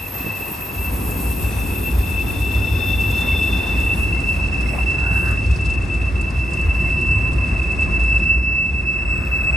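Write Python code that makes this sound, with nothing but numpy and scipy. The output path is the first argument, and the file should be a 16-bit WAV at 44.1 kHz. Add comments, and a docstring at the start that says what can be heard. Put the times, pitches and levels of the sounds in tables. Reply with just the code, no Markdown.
"""Open ground beside a railway curve, where a freight train rolls slowly by with a rumble and a roar,
made of shaped noise. Wheels stick and slip and squeal in single modes: pure tones ringed by
Doppler-shifted echoes off the moving cars. Flanges hiss as noise, ring in rim modes and whistle.
Knocks are noise thuds with decaying sines, dry ticks are noise bursts, and rubs and squeaks
are narrow noise at a gliding pitch."""
import sys
import numpy as np
from scipy import signal
from scipy.fft import rfft, irfft, next_fast_len
from scipy.io import wavfile
from scipy.ndimage import uniform_filter1d, map_coordinates

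SR = 44100
rng = np.random.default_rng(int(sys.argv[2]) if len(sys.argv) > 2 else 0)


def generate_wav(signal):
    """Clip the signal to [-1, 1] and save it as 16-bit WAV at the path in sys.argv[1]."""
    frames = np.transpose(np.atleast_2d(signal))
    scaled = np.clip(frames, -1, 1) * 32767
    pcm = np.round(scaled).astype(np.int16)
    wavfile.write(sys.argv[1], SR, pcm)


N = 421596


def amp(db):
    """A level in decibels is 20 times the logarithm of the amplitude ratio returned here."""
    return 10 ** (np.asarray(db) / 20)


def unit(x):
    """Normalisation: the mean power becomes 1, so a later gain alone sets the level."""
    return x / np.sqrt(np.mean(np.abs(x) ** 2) + 1e-20)


def clock():
    """Sampling: the time of each sample in seconds."""
    return np.arange(N) / SR


def along(points, hz):
    """Logarithmic frequency scale: (Hz, value) points are joined by straight lines on it."""
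    f, v = np.transpose(points)
    return np.interp(np.log(hz + 1), np.log(f + 1), v)


def curves(rows):
    """Linear interpolation: one value per sample for each column after the time."""
    s, *cols = np.transpose(rows)
    return [np.interp(clock(), s, c) for c in cols]


def passage(rows):
    """Envelope: gain from (s, dB) rows, falling at 150 dB a second outside their span."""
    t = clock()
    outside = np.maximum(0, np.maximum(rows[0][0] - t, t - rows[-1][0]))
    return amp(curves(rows)[0] - 150 * outside)


def humps(rows):
    """Cosine-squared window: a smooth hump for each (centre s, reach s to either side, height) row."""
    t, out = clock(), np.zeros(N)
    for s, reach, height in rows:
        near = slice(*np.searchsorted(t, [s - reach, s + reach]))
        out[near] += height * np.cos(np.pi / 2 * (t[near] - s) / reach) ** 2
    return out


def swells(rows):
    """Envelope: gain of (centre s, reach s, peak dB) events that swell and fade."""
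    return humps([(s, reach, amp(db)) for s, reach, db in rows])


def wobble(rate):
    """Slow random modulation: a smooth curve through random knots, rate of them a second."""
    coarse = np.linspace(0, N, N // 32)
    knots = rng.standard_normal(int(N * rate / SR) + 4)
    smooth = map_coordinates(knots, [coarse * rate / SR])
    return np.interp(np.arange(N), coarse, smooth)


def filtered(x, response):
    """Linear filtering: the spectrum is multiplied by a complex response of frequency."""
    size = next_fast_len(N + 8192)
    return irfft(rfft(x, size) * response(np.fft.rfftfreq(size, 1 / SR)), size)[..., :N]


def rush(colour):
    """Coloured noise of rms 1: a shared and an opposed part set the coherence of the two ports."""
    # Likeness of the two microphone ports. Each row: frequency in Hz, likeness from 0 to 1.
    likeness = [(35, 0.99), (60, 0.99), (130, 0.92), (280, 0.81), (590, 0.39), (1300, 0.042), (2600, 0.66),
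                (5200, 0.54), (7500, 0.64), (8600, 1), (12000, 1)]
    size = next_fast_len(N + 8192)
    hz = np.fft.rfftfreq(size, 1 / SR)
    # a gentle extra rolloff continues past the last point of the spectrum
    gain = amp(along(colour, hz)) / (1 + (hz / (2 * colour[-1][0])) ** 2)
    alike = np.clip(along(likeness, hz), -1, 1)
    white = rng.standard_normal((2, 2 * len(hz)), dtype=np.float32).view(np.complex64)
    shares = (gain * np.sqrt([1 + alike, 1 - alike])).astype(np.float32)
    mid, side = irfft(white * shares, size)[:, :N] * size
    return unit(np.array([mid + side, mid - side]))


def steady(x):
    """Level compression: dividing by the quarter-second rms leaves only the quick throb."""
    power = np.abs(uniform_filter1d(np.mean(x ** 2, axis=0), size=SR // 4))
    return unit(x / np.sqrt(power + 1e-3))


def facing(across, down_line):
    """Directional colour: equal-power mixing as the listener turns to a grazing angle."""
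    # The listener turns to look down the line. Each row: time in seconds, turn from 0 to 1.
    turning = [(0, 0), (3.3, 0.03), (4.5, 0.62), (6, 0.97), (9.56, 1)]
    turn = np.clip(curves(turning)[0], 0, 1)
    return np.sqrt(1 - turn) * rush(across) + np.sqrt(turn) * rush(down_line)


def scatter(width_hz, drop_hz, steep, apart):
    """Doppler spreading: many echoes, each with its own shift, make a complex fading at both ports."""
    step = 16  # samples between computed points
    count = next_fast_len(N // step + 2)
    shift = np.fft.fftfreq(count, step / SR)
    shape = 1 / np.sqrt(1 + np.abs((shift + drop_hz) / width_hz) ** steep)
    lines = rng.standard_normal((2, count)) + 1j * rng.standard_normal((2, count))
    mid, side = np.fft.ifft(lines * shape)
    slow = unit(np.array([mid + apart * side, mid - apart * side])).astype(np.complex64)
    ramp = np.arange(step, dtype=np.float32) / step
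    return (slow[:, :-1, None] + np.diff(slow)[..., None] * ramp).reshape(2, -1)[:, :N]


def spin(pitch):
    """Phase is the integral of frequency: a unit phasor that follows a pitch in Hz."""
    phase = (2 * np.pi * (np.cumsum(pitch * np.ones(N)) / SR % 1)).astype(np.float32)
    return np.cos(phase) + 1j * np.sin(phase)


def panned(x, db):
    """Interaural level difference: the left is made louder than the right by db."""
    return x * amp(np.array([db, -db]) / 2).reshape(2, -1)


def rolling():
    """Roughness excitation: heavy cars boom on springs, their sides drum, and rails roar and hiss."""
    # Boom as heavy cars come near. Each row: time in seconds, relative level in dB.
    boom_level = [(0, -37), (.23, -38), (.275, -32), (.33, -41), (.71, -39), (.755, -24.5), (3.8, -22.5),
                  (8.4, -20.5), (8.55, -25), (9.56, -23)]
    # A car lurches louder or settles softer. 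Each row: centre in seconds, change in dB.
    lurches = [(1.42, 5), (1.79, -4), (1.98, 8.5), (2.33, -4), (2.591, 5), (3.07, -3.5), (3.85, 3),
               (5.5, 4.5), (6.09, 3), (6.3, -2), (6.5, -7), (6.68, 4.5), (7.3, 2), (7.52, 3), (7.66, -3.5),
               (8.03, 5), (8.58, -8), (8.73, 3), (8.92, -8), (9.08, 2)]
    lurch_reach_s = 0.088
    # Car sides drumming near 100 Hz. Each row: time in seconds, relative level in dB.
    drum_level = [(0.0, -44), (0.24, -32), (0.48, -40), (0.92, -32), (3.08, -22.5), (3.32, -37),
                  (4.16, -25.5), (4.4, -38), (5.48, -23), (6.6, -34), (7.08, -25), (7.6, -33), (8.2, -28),
                  (8.5, -37), (9.08, -43), (9.56, -31)]
    # Rolling noise. Each row: time in seconds, then relative levels in dB of car bodies, rails and hiss.
    roll = [(0.0, -42, -41, -50.5), (0.24, -37, -40, -48), (0.64, -37.5, -38.5, -49.5),
            (1.04, -29.5, -37.5, -49.5), (2.52, -30.5, -38, -48), (3.32, -28.5, -35.5, -46.5),
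            (4.32, -29, -37.5, -49), (5.24, -29.5, -37, -49.5), (5.6, -29.5, -39, -49),
            (5.92, -29.5, -39, -51.5), (8.12, -29.0, -37.5, -51.0), (8.48, -32.5, -43, -58),
            (9.56, -31.5, -37.5, -54)]
    # Spectra, some across the track and some down the line. Each row: frequency in Hz, density in dB per Hz.
    rumble_colour = [(15, -45), (30, -25), (45, -14), (58, 0.5), (70, -5.5), (85, -9), (105, -18.5),
                     (160, -44)]
    drum_colour = [(70, -39), (90, -5), (99, 8.5), (110, -5), (130, -23), (170, -35)]
    body_colour = [(70, -41), (120, -0.5), (170, -0.5), (260, -2), (310, -4), (390, -7), (460, -10.5),
                   (600, -21), (1200, -48)]
    body_far_colour = [(70, -17), (120, 2), (160, -1), (230, -4), (300, -9.5), (345, -5), (430, -17),
                       (600, -28), (1200, -45.5)]
    rail_colour = [(200, -11), (450, 3), (620, 1.5), (800, 4.5), (1000, 2.5), (1350, -1.5), (2200, -5.5),
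                   (2900, -10.5), (4500, -22)]
    rail_far_colour = [(200, -11), (450, 0), (620, 1.5), (780, -1.5), (920, -4.5), (1030, 0), (1250, -1.5),
                       (1420, -4), (2200, -5.5), (2900, -15), (4500, -60)]
    hiss_colour = [(2000, -13), (3200, 7.5), (4700, 5), (5300, 7), (6000, 3), (7200, 0), (8600, 1.5),
                   (9700, 1.5), (11000, 5), (13000, -71)]

    body_db, rail_db, hiss_db = curves(roll)
    lurch_db = humps([(s, lurch_reach_s, db) for s, db in lurches])
    boom_gain = passage(boom_level) * amp(0.4 + lurch_db + 0.68 * wobble(14))
    boom = boom_gain * steady(rush(rumble_colour))
    drum = passage(drum_level) * amp(-2.0) * steady(rush(drum_colour))
    body = amp(body_db + 0.6 + 0.56 * wobble(12)) * facing(body_colour, body_far_colour)
    # down the line the bounce off the ground hollows the roar below 1 kHz
    rails = amp(rail_db + 2.0 + 0.89 * wobble(14)) * facing(rail_colour, rail_far_colour)
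    hiss = amp(hiss_db + 3.0 + 1.56 * wobble(70)) * rush(hiss_colour)
    return boom + drum + panned(body, db=0.5) + panned(rails, db=2.0) + panned(hiss, db=2.5)


def wheel_squeal():
    """Stick-slip locks one wheel mode into a pure tone; echoes flutter it, hard slip adds overtones."""
    # How hard the main wheel squeals. Each row: time in seconds, effort in dB.
    effort = [(0.0, -38), (0.36, -35), (0.6, -48), (0.88, -33.5), (1.04, -46), (2.6, -29), (2.76, -34),
              (3.28, -24.5), (4.72, -33.5), (5.24, -24.5), (5.48, -33.5), (6.48, -30.5), (7.12, -24),
              (7.52, -29.5), (8.24, -23.5), (8.64, -22.5), (8.76, -30), (9.56, -24.5)]
    usual_db = -30  # effort at which the relative levels below hold
    # Its pitch sinks as it rolls away. Each row: time in seconds, pitch in Hz.
    wheel_pitch = [(0, 2659), (.2, 2652), (.38, 2661), (.9, 2659), (1.62, 2648), (1.88, 2659), (2.1, 2653),
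                   (3, 2664), (5.3, 2662), (6, 2656), (7.05, 2658), (7.25, 2652), (7.45, 2656), (7.7, 2641),
                   (8.1, 2650), (8.3, 2650), (8.9, 2640), (9.15, 2644), (9.33, 2633), (9.56, 2629)]
    # The wheel bites and its pure tone surges. Each row: centre in seconds, extra level in dB.
    surges = [(.33, 4.5), (1.47, 6.5), (1.75, 4), (1.88, 10), (2.1, 0.5), (2.19, 4.5), (2.57, 2), (2.91, 6),
              (3.02, 6), (3.3, 3.5), (3.46, 2.5), (3.79, 3), (3.92, 8), (4.31, 5.5), (4.89, 8), (5.16, 3),
              (5.3, 2), (5.7, 5), (5.95, 7.5), (6.38, 2.5), (6.83, 2.5), (7.12, 4.5), (7.27, 3),
              (7.82, 4.5), (7.95, 5), (8.15, 6), (8.31, 7), (8.6, 3.5), (8.89, 7.5), (9.13, 4), (9.35, 5),
              (9.48, 6)]
    # The wheel grips and the squeal falters.
    # Each row: centre in seconds, reach in seconds, depth in dB (negative lifts).
    grips = [(.125, 0.049, 13), (.93, 0.048, 8), (1.05, 0.041, 9), (1.35, .035, 7), (1.81, 0.076, 6),
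             (1.96, 0.077, 12), (2.245, .025, 18), (2.39, 0.037, 7), (2.965, 0.023, 13), (3.255, 0.031, 10),
             (3.51, 0.018, 18), (3.66, .03, 9), (3.745, 0.014, 5), (3.955, 0.018, 15), (4.22, 0.014, 7),
             (4.38, .016, 10), (4.51, 0.016, 15), (4.6, 0.013, -4), (4.655, 0.014, 15), (4.76, 0.037, 12),
             (4.853, 0.014, 18), (5.415, 0.0099, 6), (5.57, .04, 15), (5.805, 0.015, 18),
             (5.865, 0.041, 11), (6.13, 0.036, 30), (6.325, 0.035, 10), (6.49, 0.054, 4),
             (6.678, 0.019, 16), (7.34, 0.055, 9), (7.535, 0.019, 12), (7.61, 0.0097, 22),
             (7.768, 0.023, 13), (7.9, 0.059, 5.5), (7.988, 0.0092, 13), (8.19, 0.015, 17),
             (8.41, 0.037, 6.5), (8.725, 0.018, 12), (9.045, 0.011, 18), (9.225, 0.056, 6.5),
             (9.298, 0.027, 21), (9.43, 0.01, 12), (9.518, 0.014, 21)]
    surge_reach_s, grip_echo_share = 0.064, 0.42  # the share of a grip's depth that dips the echoes
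    # relative levels in dB, and the dB each gains for each dB of effort
    direct_db, direct_grows = -25.5, 1.06
    partner_db, partner_grows = -35.5, 0.26
    overtone_db, overtone_grows = -63, 0.14
    lock_grows = 1  # dB of flutter lost for each dB of squeal
    # The partner wheel sags and drifts back. Each row: time in seconds, Hz below the main wheel.
    partner_sag = [(0, 16), (.25, 25), (.42, 52), (.6, 30), (.9, 20), (1.12, 42), (1.33, 18), (1.5, 22),
                   (2.4, 32), (4.5, 42), (6.5, 25), (9.56, 20)]
    # Echoes off the cars, strongest as a tall flat-sided one passes.
    # Each row: time in seconds, relative level in dB.
    echo_level = [(0, -37.5), (.4, -33.5), (1.05, -38.5), (2.7, -32), (3.55, -28), (4.7, -28), (5.5, -31.5),
                  (6.3, -34.5), (6.8, -30.5), (8.15, -28.5), (8.5, -37), (8.8, -32), (9.56, -29.5)]
    # Second harmonic, which the fourth follows. 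Each row: time in seconds, relative level in dB.
    even_overtones = [(0, -61), (2.3, -55), (2.65, -48), (2.95, -52), (3.35, -47.5), (4.1, -55),
                      (4.75, -48), (5.05, -56), (5.55, -53), (6.05, -66), (6.45, -54), (7.5, -56),
                      (8.25, -51), (8.5, -56.5), (8.75, -55.5), (9.56, -52.5)]
    fourth_db = -3  # relative to the second
    # Doppler spread in Hz of the second, third and fourth harmonic.
    overtone_spread_hz = [135, 80, 110]
    # The wheel slips hard and turns shrill.
    # Each row: centre in seconds, reach in seconds, relative overtone level in dB.
    shrills = [(4.75, 0.27, -61), (6.75, 0.32, -72), (8.15, 0.18, -62), (9.15, 0.21, -52), (9.5, 0.13, -50)]
    # The squeal shifts between the ports as wheel and listener move.
    # Each row: time in seconds, left over right in dB, extra phase lead of left in radians.
    bearing = [(0, 1, -0.29), (.9, 3, -.15), (1.3, 5.5, -0.51), (2.6, 6, -0.8), (3.3, 2, -0.49),
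               (4, 1, 0.42), (5.1, -3, 0.37), (5.75, 2.5, -0.54), (6.2, -1.5, -0.2), (7.8, -1, 0.059),
               (8.5, -2, 0.44), (9.56, 0.5, 0.85)]

    effort_db = curves(effort)[0] - usual_db
    surge_db = humps([(s, surge_reach_s, db) for s, db in surges])
    grip_db = humps(grips)
    # the harder the wheel squeals, the firmer it locks and the less its tone flutters
    loose = np.minimum(amp(-lock_grows * (effort_db + surge_db)), 1.3)
    tone = spin(curves(wheel_pitch)[0] + (1.3 + 3.0 * loose) * wobble(14))
    fading = 1 + 0.17 * scatter(width_hz=35, drop_hz=1.4, steep=6.2, apart=0.5)
    flutter = amp(1.57 * loose * wobble(24)) * fading
    direct = amp(direct_db + direct_grows * effort_db + surge_db - grip_db) * flutter

    # the other wheel on the axle sings a little lower and beats with it
    partner_gain = amp(partner_db + partner_grows * effort_db - grip_db + 0.69 * wobble(4.5))
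    partner = partner_gain * spin(5 * wobble(7) - curves(partner_sag)[0])

    # most echoes come off receding cars and lie below the pitch; the train's speed bounds their spread
    echo = passage(echo_level) * amp(2.5 - grip_echo_share * grip_db)
    near = scatter(width_hz=41.6, drop_hz=26.4, steep=5.1, apart=0.47)
    wide = 0.54 * scatter(width_hz=99, drop_hz=0, steep=13, apart=0.5)
    left_db, lead = curves(bearing)
    port_phase = np.exp(.5j * np.array([lead, -lead], dtype=np.float32))
    voice = (direct + partner + echo * (near + wide)) * tone * port_phase

    # harder slip distorts the wheel's swing into harmonics, heard as a haze of echoes
    odd_gain = amp(overtone_db + overtone_grows * effort_db - usual_db + 3.3 * wobble(7))
    odd = odd_gain * echo + swells(shrills)
    even = passage(even_overtones) * amp(1.2 * wobble(9) - grip_echo_share * grip_db)
    levels = [even, amp(2.0) * odd, amp(fourth_db) * even]
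    for order, (level, width_hz) in enumerate(zip(levels, overtone_spread_hz), 2):
        haze = scatter(width_hz=width_hz, drop_hz=13 * order, steep=4, apart=0.37)
        voice = voice + level * tone ** order * haze
    return panned(voice.real, left_db)


def flanges():
    """Friction-driven resonance: grinding flanges hiss, and rim modes ring harder with the grind."""
    # Flanges grind and recede. Each row: time in seconds, relative level in dB.
    grind_level = [(0, -45.5), (.9, -41.5), (1.2, -37), (2.2, -43), (3, -46.5), (3.8, -46.5), (4.4, -66),
                   (9.56, -71)]
    # Single scrapes. Each row: centre in seconds, reach in seconds, relative level in dB.
    scrapes = [(4.0, 0.21, -44), (4.32, 0.14, -47), (4.76, 0.19, -49.5), (5.21, 0.21, -45.5),
               (6.7, 1.0, -66), (9.4, 0.38, -71)]
    # Rim modes. Each row: frequency in Hz, relative level in dB.
    rim = [(6670, -64), (7634, -59), (8080, -61), (8672, -56), (8720, -60), (9119, -60), (10826, -56),
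           (11122, -53), (11676, -59), (11714, -56)]
    # Grinding spectrum. Each row: frequency in Hz, density in dB per Hz.
    flange_colour = [(5000, -15), (7400, -10), (7800, -2.5), (8700, -5.5), (9500, 4), (10300, 9.5),
                     (11200, 4), (11700, -1), (12200, -2), (12550, -16), (12800, -12), (13000, -32)]
    usual_db, rim_db, rim_grows = -42, -47, 1.2  # rim level at the usual grind, and dB gained per dB

    grind_db, = curves(grind_level)
    grind_gain = (amp(grind_db) + swells(scrapes)) * amp(2.5 + 2.0 * wobble(25.12))
    grind = grind_gain * rush(flange_colour)
    # each rim mode is caught and let go on its own, and echoes blur them all
    modes = sum(amp(db) * np.abs(1 + 0.53 * wobble(12)) * spin(hz + 11 * wobble(30)).real
                for hz, db in rim)
    blur = 1 + 0.5 * scatter(width_hz=55, drop_hz=0, steep=2.7, apart=.4).real
    return grind + amp(rim_db + rim_grows * (grind_db - usual_db)) * unit(modes) * blur


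def whistles():
    """Direct and scattered sound: a near flange sends tone, echoes and a neighbour mode; far ones echoes."""
    # A near flange whistles very high. Each row: time in seconds, relative level in dB.
    near_level = [(0.0, -38), (0.12, -34), (0.97, -40), (1.21, -34), (1.45, -40.5), (3.26, -45),
                  (4.03, -55), (4.15, -73)]
    # Flanges farther off. Each row: centre in seconds, reach in seconds, relative level in dB.
    far_level = [(6.9, 1.2, -60.5), (9.33, 0.33, -53)]
    near_hz, start_hz, neighbour_hz, far_hz = 12308, 12385, 12446, 12490
    settle_s = 0.35  # time constant of the fall from start_hz

    pitch = near_hz + (start_hz - near_hz) * np.exp(-clock() / settle_s)
    direct = 0.49 * amp(2.9 * wobble(20.96))
    echoes = 0.41 * scatter(width_hz=22, drop_hz=-6, steep=2.5, apart=0.24)
    tone = spin(pitch) * (direct + echoes)
    neighbour = .38 * spin(neighbour_hz) * scatter(width_hz=10, drop_hz=0, steep=2.4, apart=.5)
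    near = passage(near_level) * amp(7.5 + 1.1 * wobble(7.1)) * (tone + neighbour)
    far = swells(far_level) * spin(far_hz) * scatter(width_hz=35, drop_hz=0, steep=3, apart=0.46)
    return np.real(near + far)


def rubs():
    """Resonance bandwidth: rubbing steel squeaks or groans in narrow gliding bands and rasps in wide ones."""
    # Brief rubs. Each row: centre in seconds, reach in seconds, pitch in Hz, glide in Hz per second,
    # width in Hz, relative level in dB.
    rub_rows = [(0.301, 0.62, 1920, 0, 150, -49.5), (.7, 1.3, 1032, 0, 118.8, -48.5),
                (1.56, 0.14, 6035, 0, 18, -54), (1.8, .8, 2513, -2, 35, -50),
                (3.31, .07, 2200, -400, 25, -46), (4.17, 0.038, 2130, 0, 22, -44),
                (4.673, 0.04, 2120, 500, 25, -43), (4.76, .13, 2160, 0, 194.4, -47),
                (4.735, 0.07, 642, 0, 140, -39.5), (4.785, .09, 903, 800, 260, -41.5),
                (5.075, .12, 1460, 200, 55, -40), (5.16, .32, 1547, -100, 130, -42),
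                (5.265, .07, 1580, -300, 56, -41), (5.305, .1, 1390, -800, 240.7, -39),
                (5.12, 0.29, 882, 0, 150, -45), (6.866, 0.045, 2140, -500, 28, -44),
                (7.3, 1.7, 1025, 0, 30, -50), (9.297, .55, 1422, -2, 270, -46.5)]
    t, out = clock(), np.zeros((2, N))
    for s, reach, hz, glide, width_hz, db in rub_rows:
        near = np.abs(t - s) < reach
        age = t[near] - s
        lowpass = signal.butter(2, width_hz, fs=SR, output="sos")
        white = rng.standard_normal((2, 2 * len(age))).view(complex)
        mid, side = signal.sosfilt(lowpass, white)
        carrier = np.exp(2j * np.pi * (hz + glide * age / 2) * age)
        rasp = np.array([mid + .6 * side, mid - 0.43 * side]) * carrier
        out[:, near] += amp(db + 4.5) * unit(rasp.real) * np.cos(np.pi / 2 * age / reach) ** 2
    return out


def hits(rows, colour, t60, attack):
    """Heavily damped impact: noise bursts that fall 60 dB in t60 seconds."""
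    t, envelope = np.arange(SR // 4) / SR, np.zeros(N + SR)
    for s, db in rows:
        envelope[round(s * SR):][:len(t)] += amp(db - 60 * t / t60) * (1 - np.exp(-t / attack))
    return envelope[:N] * rush(colour)


def knocks():
    """Impulse response: slack runs in, and each blow gives a dull thud and a short ring of the struck part."""
    # Couplers and running gear clunk.
    # Each row: start in seconds, relative thud level in dB, ring pitch in Hz, ring level in dB.
    blows = [(0.152, -25, 110, -25), (0.204, -25, 278, -22.5), (0.242, -20, 290, -25),
             (0.261, -18, 161, -21), (0.28, -25, 125, -16), (0.406, -24, 400, -22.5),
             (0.462, -27, 340, -29), (0.479, -20, 330, -21), (0.512, -24, 190, -24), (4.735, -28, 600, -25),
             (4.782, -28, 750, -20.5)]
    # Thud spectrum. Each row: frequency in Hz, density in dB per Hz.
    knock_colour = [(50, -27), (130, 1), (380, -4), (700, -18), (2000, -27), (5000, -52)]
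    ring_s = 0.061  # time to fall 60 dB
    t, rings = np.arange(SR // 4) / SR, np.zeros(N + SR)
    for s, _, hz, db in blows:
        decay = amp(db - 60 * t / ring_s) * (1 - np.exp(-t / .002))
        rings[round(s * SR):][:len(t)] += decay * np.sin(2 * np.pi * hz * t)
    thuds = hits([row[:2] for row in blows], knock_colour, t60=0.073, attack=0.003)
    return rings[:N] + amp(-2.5) * thuds


def ticks():
    """Short steel contacts excite high bands: a clink and a brighter snap, with fine crackle between."""
    # Dry ticks. Each row: start in seconds, relative clink level in dB, relative snap level in dB.
    contacts = [(1.107, -46, -33), (1.4217, -43, -36), (3.0076, -43, -37), (3.1094, -45, -37),
                (3.2056, -42, -33.5), (3.7998, -43, -36.5), (4.2023, -44, -37), (4.6084, -39, -39),
                (4.9062, -42, -41), (5.256, -38, -48), (5.3073, -43, -35.5), (5.46, -40, -44),
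                (5.5094, -41, -40), (5.5583, -35, -50), (5.6087, -45, -41), (5.657, -37, -41),
                (5.7014, -39, -38.5), (5.7344, -43, -43), (5.8194, -45, -43), (5.9399, -49, -44),
                (6.2103, -43, -36), (6.3026, -40, -41), (6.5071, -50, -42), (6.5325, -39, -34),
                (6.6114, -43, -40), (7.01, -48, -40), (7.1097, -40, -44), (7.33, -48, -42),
                (7.7184, -46, -39.5), (7.8077, -47, -38.5), (8.0356, -51, -41.5)]
    # Snap, clink and crackle spectra. Each row: frequency in Hz, density in dB per Hz.
    snap_colour = [(3000, -25), (5500, -7), (6800, 5), (8700, 7), (10000, 8.5), (12500, -25)]
    clink_colour = [(2500, -25), (4000, -4), (5000, 5), (5700, -1), (7500, -15), (10000, -35)]
    crackle_colour = [(2500, -20), (4500, -2), (9000, 1), (12000, -26)]
    crackle_s, crackle_spread_s, crackle_db, crackle_count = 5.6, 0.23, -43.5, 26

    s, clink_db, snap_db = np.transpose(contacts)
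    clinks = hits(zip(s, clink_db), clink_colour, t60=0.062, attack=0.0025)
    snaps = hits(zip(s, snap_db), snap_colour, t60=0.058, attack=0.0011)
    when, size = rng.standard_normal((crackle_count, 2)).T
    starts = np.clip(crackle_s + crackle_spread_s * when, 0, N / SR)
    grains = zip(starts, crackle_db + 2.5 * size)
    return amp(1) * (clinks + snaps) + hits(grains, crackle_colour, t60=0.017, attack=0.0004)


def axle_squeal():
    """Beating: two nearly equal wheels take turns to sing, and interfere among their echoes."""
    # A second axle squeals higher.
    # Each row: time in seconds, then relative levels in dB of lower wheel, higher wheel and echoes.
    axle = [(1.359, -60, -59, -64), (1.48, -58, -50.5, -55), (2.1, -53, -52, -50), (2.4, -45, -45, -48),
            (2.74, -53, -54, -38.5), (2.81, -43, -34, -39), (2.89, -38, -36, -38), (2.96, -33, -44, -38),
            (3.05, -51, -53, -40), (3.13, -46, -48, -36), (3.22, -32, -42, -41), (3.28, -38, -39, -37),
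            (3.37, -28.5, -41, -36), (3.46, -37, -43, -37), (3.54, -32.5, -45, -39),
            (3.63, -46, -39.5, -41), (3.9, -48, -46, -52), (4.08, -59, -64, -62)]
    # Pitch bends with the load. Each row: time in seconds, lower wheel in Hz, higher wheel in Hz.
    axle_pitch = [(1.5, 3552, 3602), (1.6, 3548, 3577), (2.8, 3546, 3577), (2.98, 3545, 3560),
                  (3.2, 3539, 3570), (3.4, 3543, 3570), (3.6, 3538, 3565), (3.9, 3541, 3570),
                  (4.1, 3532, 3566)]
    s, low_db, high_db, echo_db = np.transpose(axle)
    low_hz, high_hz = curves(axle_pitch)
    low, high = [passage(np.c_[s, db]) * amp(1.2 * wobble(20)) * spin(hz + 3.46 * wobble(14))
                 for db, hz in [(low_db, low_hz), (high_db, high_hz)]]
    fading = scatter(width_hz=80, drop_hz=8, steep=6.1, apart=0.33)
    echoes = passage(np.c_[s, echo_db]) * spin(low_hz) * fading
    return panned(amp(2.0) * np.real(low + high + echoes), db=2.0)


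def brief_squeal():
    """Stick-slip caught for a moment: a farther wheel sings one thin, wavering tone."""
    # The squeal, a little above the main one. Each row: centre in seconds, reach in seconds, level in dB.
    catch = [(6.72, .33, -46)]
    squeal_hz = 2872
    waver = 1 + .5 * scatter(width_hz=10, drop_hz=0, steep=4, apart=.6)
    return np.real(swells(catch) * spin(squeal_hz) * waver)


def scene():
    """Superposition: the sounds of the whole train add at the two ports."""
    running = rolling() + rubs() + knocks() + ticks()
    squeals = wheel_squeal() + axle_squeal() + brief_squeal()
    return running + squeals + flanges() + whistles()


def record(dry):
    """Interchannel phase: the ports differ most in the treble, and nothing passes above the band limit."""
    # Phase between the two microphone ports. Each row: frequency in Hz, lead of left in radians.
    port_lead = [(100, 0), (300, .15), (520, .85), (850, .95), (1100, -.6), (1500, -1.2), (2000, -.2),
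                 (2650, .6), (3200, .95), (4300, .3), (5200, .8), (6600, 0), (7700, .9), (8300, 0),
                 (8900, -.1), (9300, -1.7), (10200, -3.14), (10900, -4.2), (11700, -6.2), (12500, -6.9)]
    top_hz = 12985

    def response(hz):
        """Half the phase lead goes to each port, with opposite signs."""
        return np.exp(.5j * along(port_lead, hz) * np.array([[1], [-1]])) * (hz < top_hz)

    return filtered(dry, response)


dry = scene()
out = record(dry)
generate_wav(out)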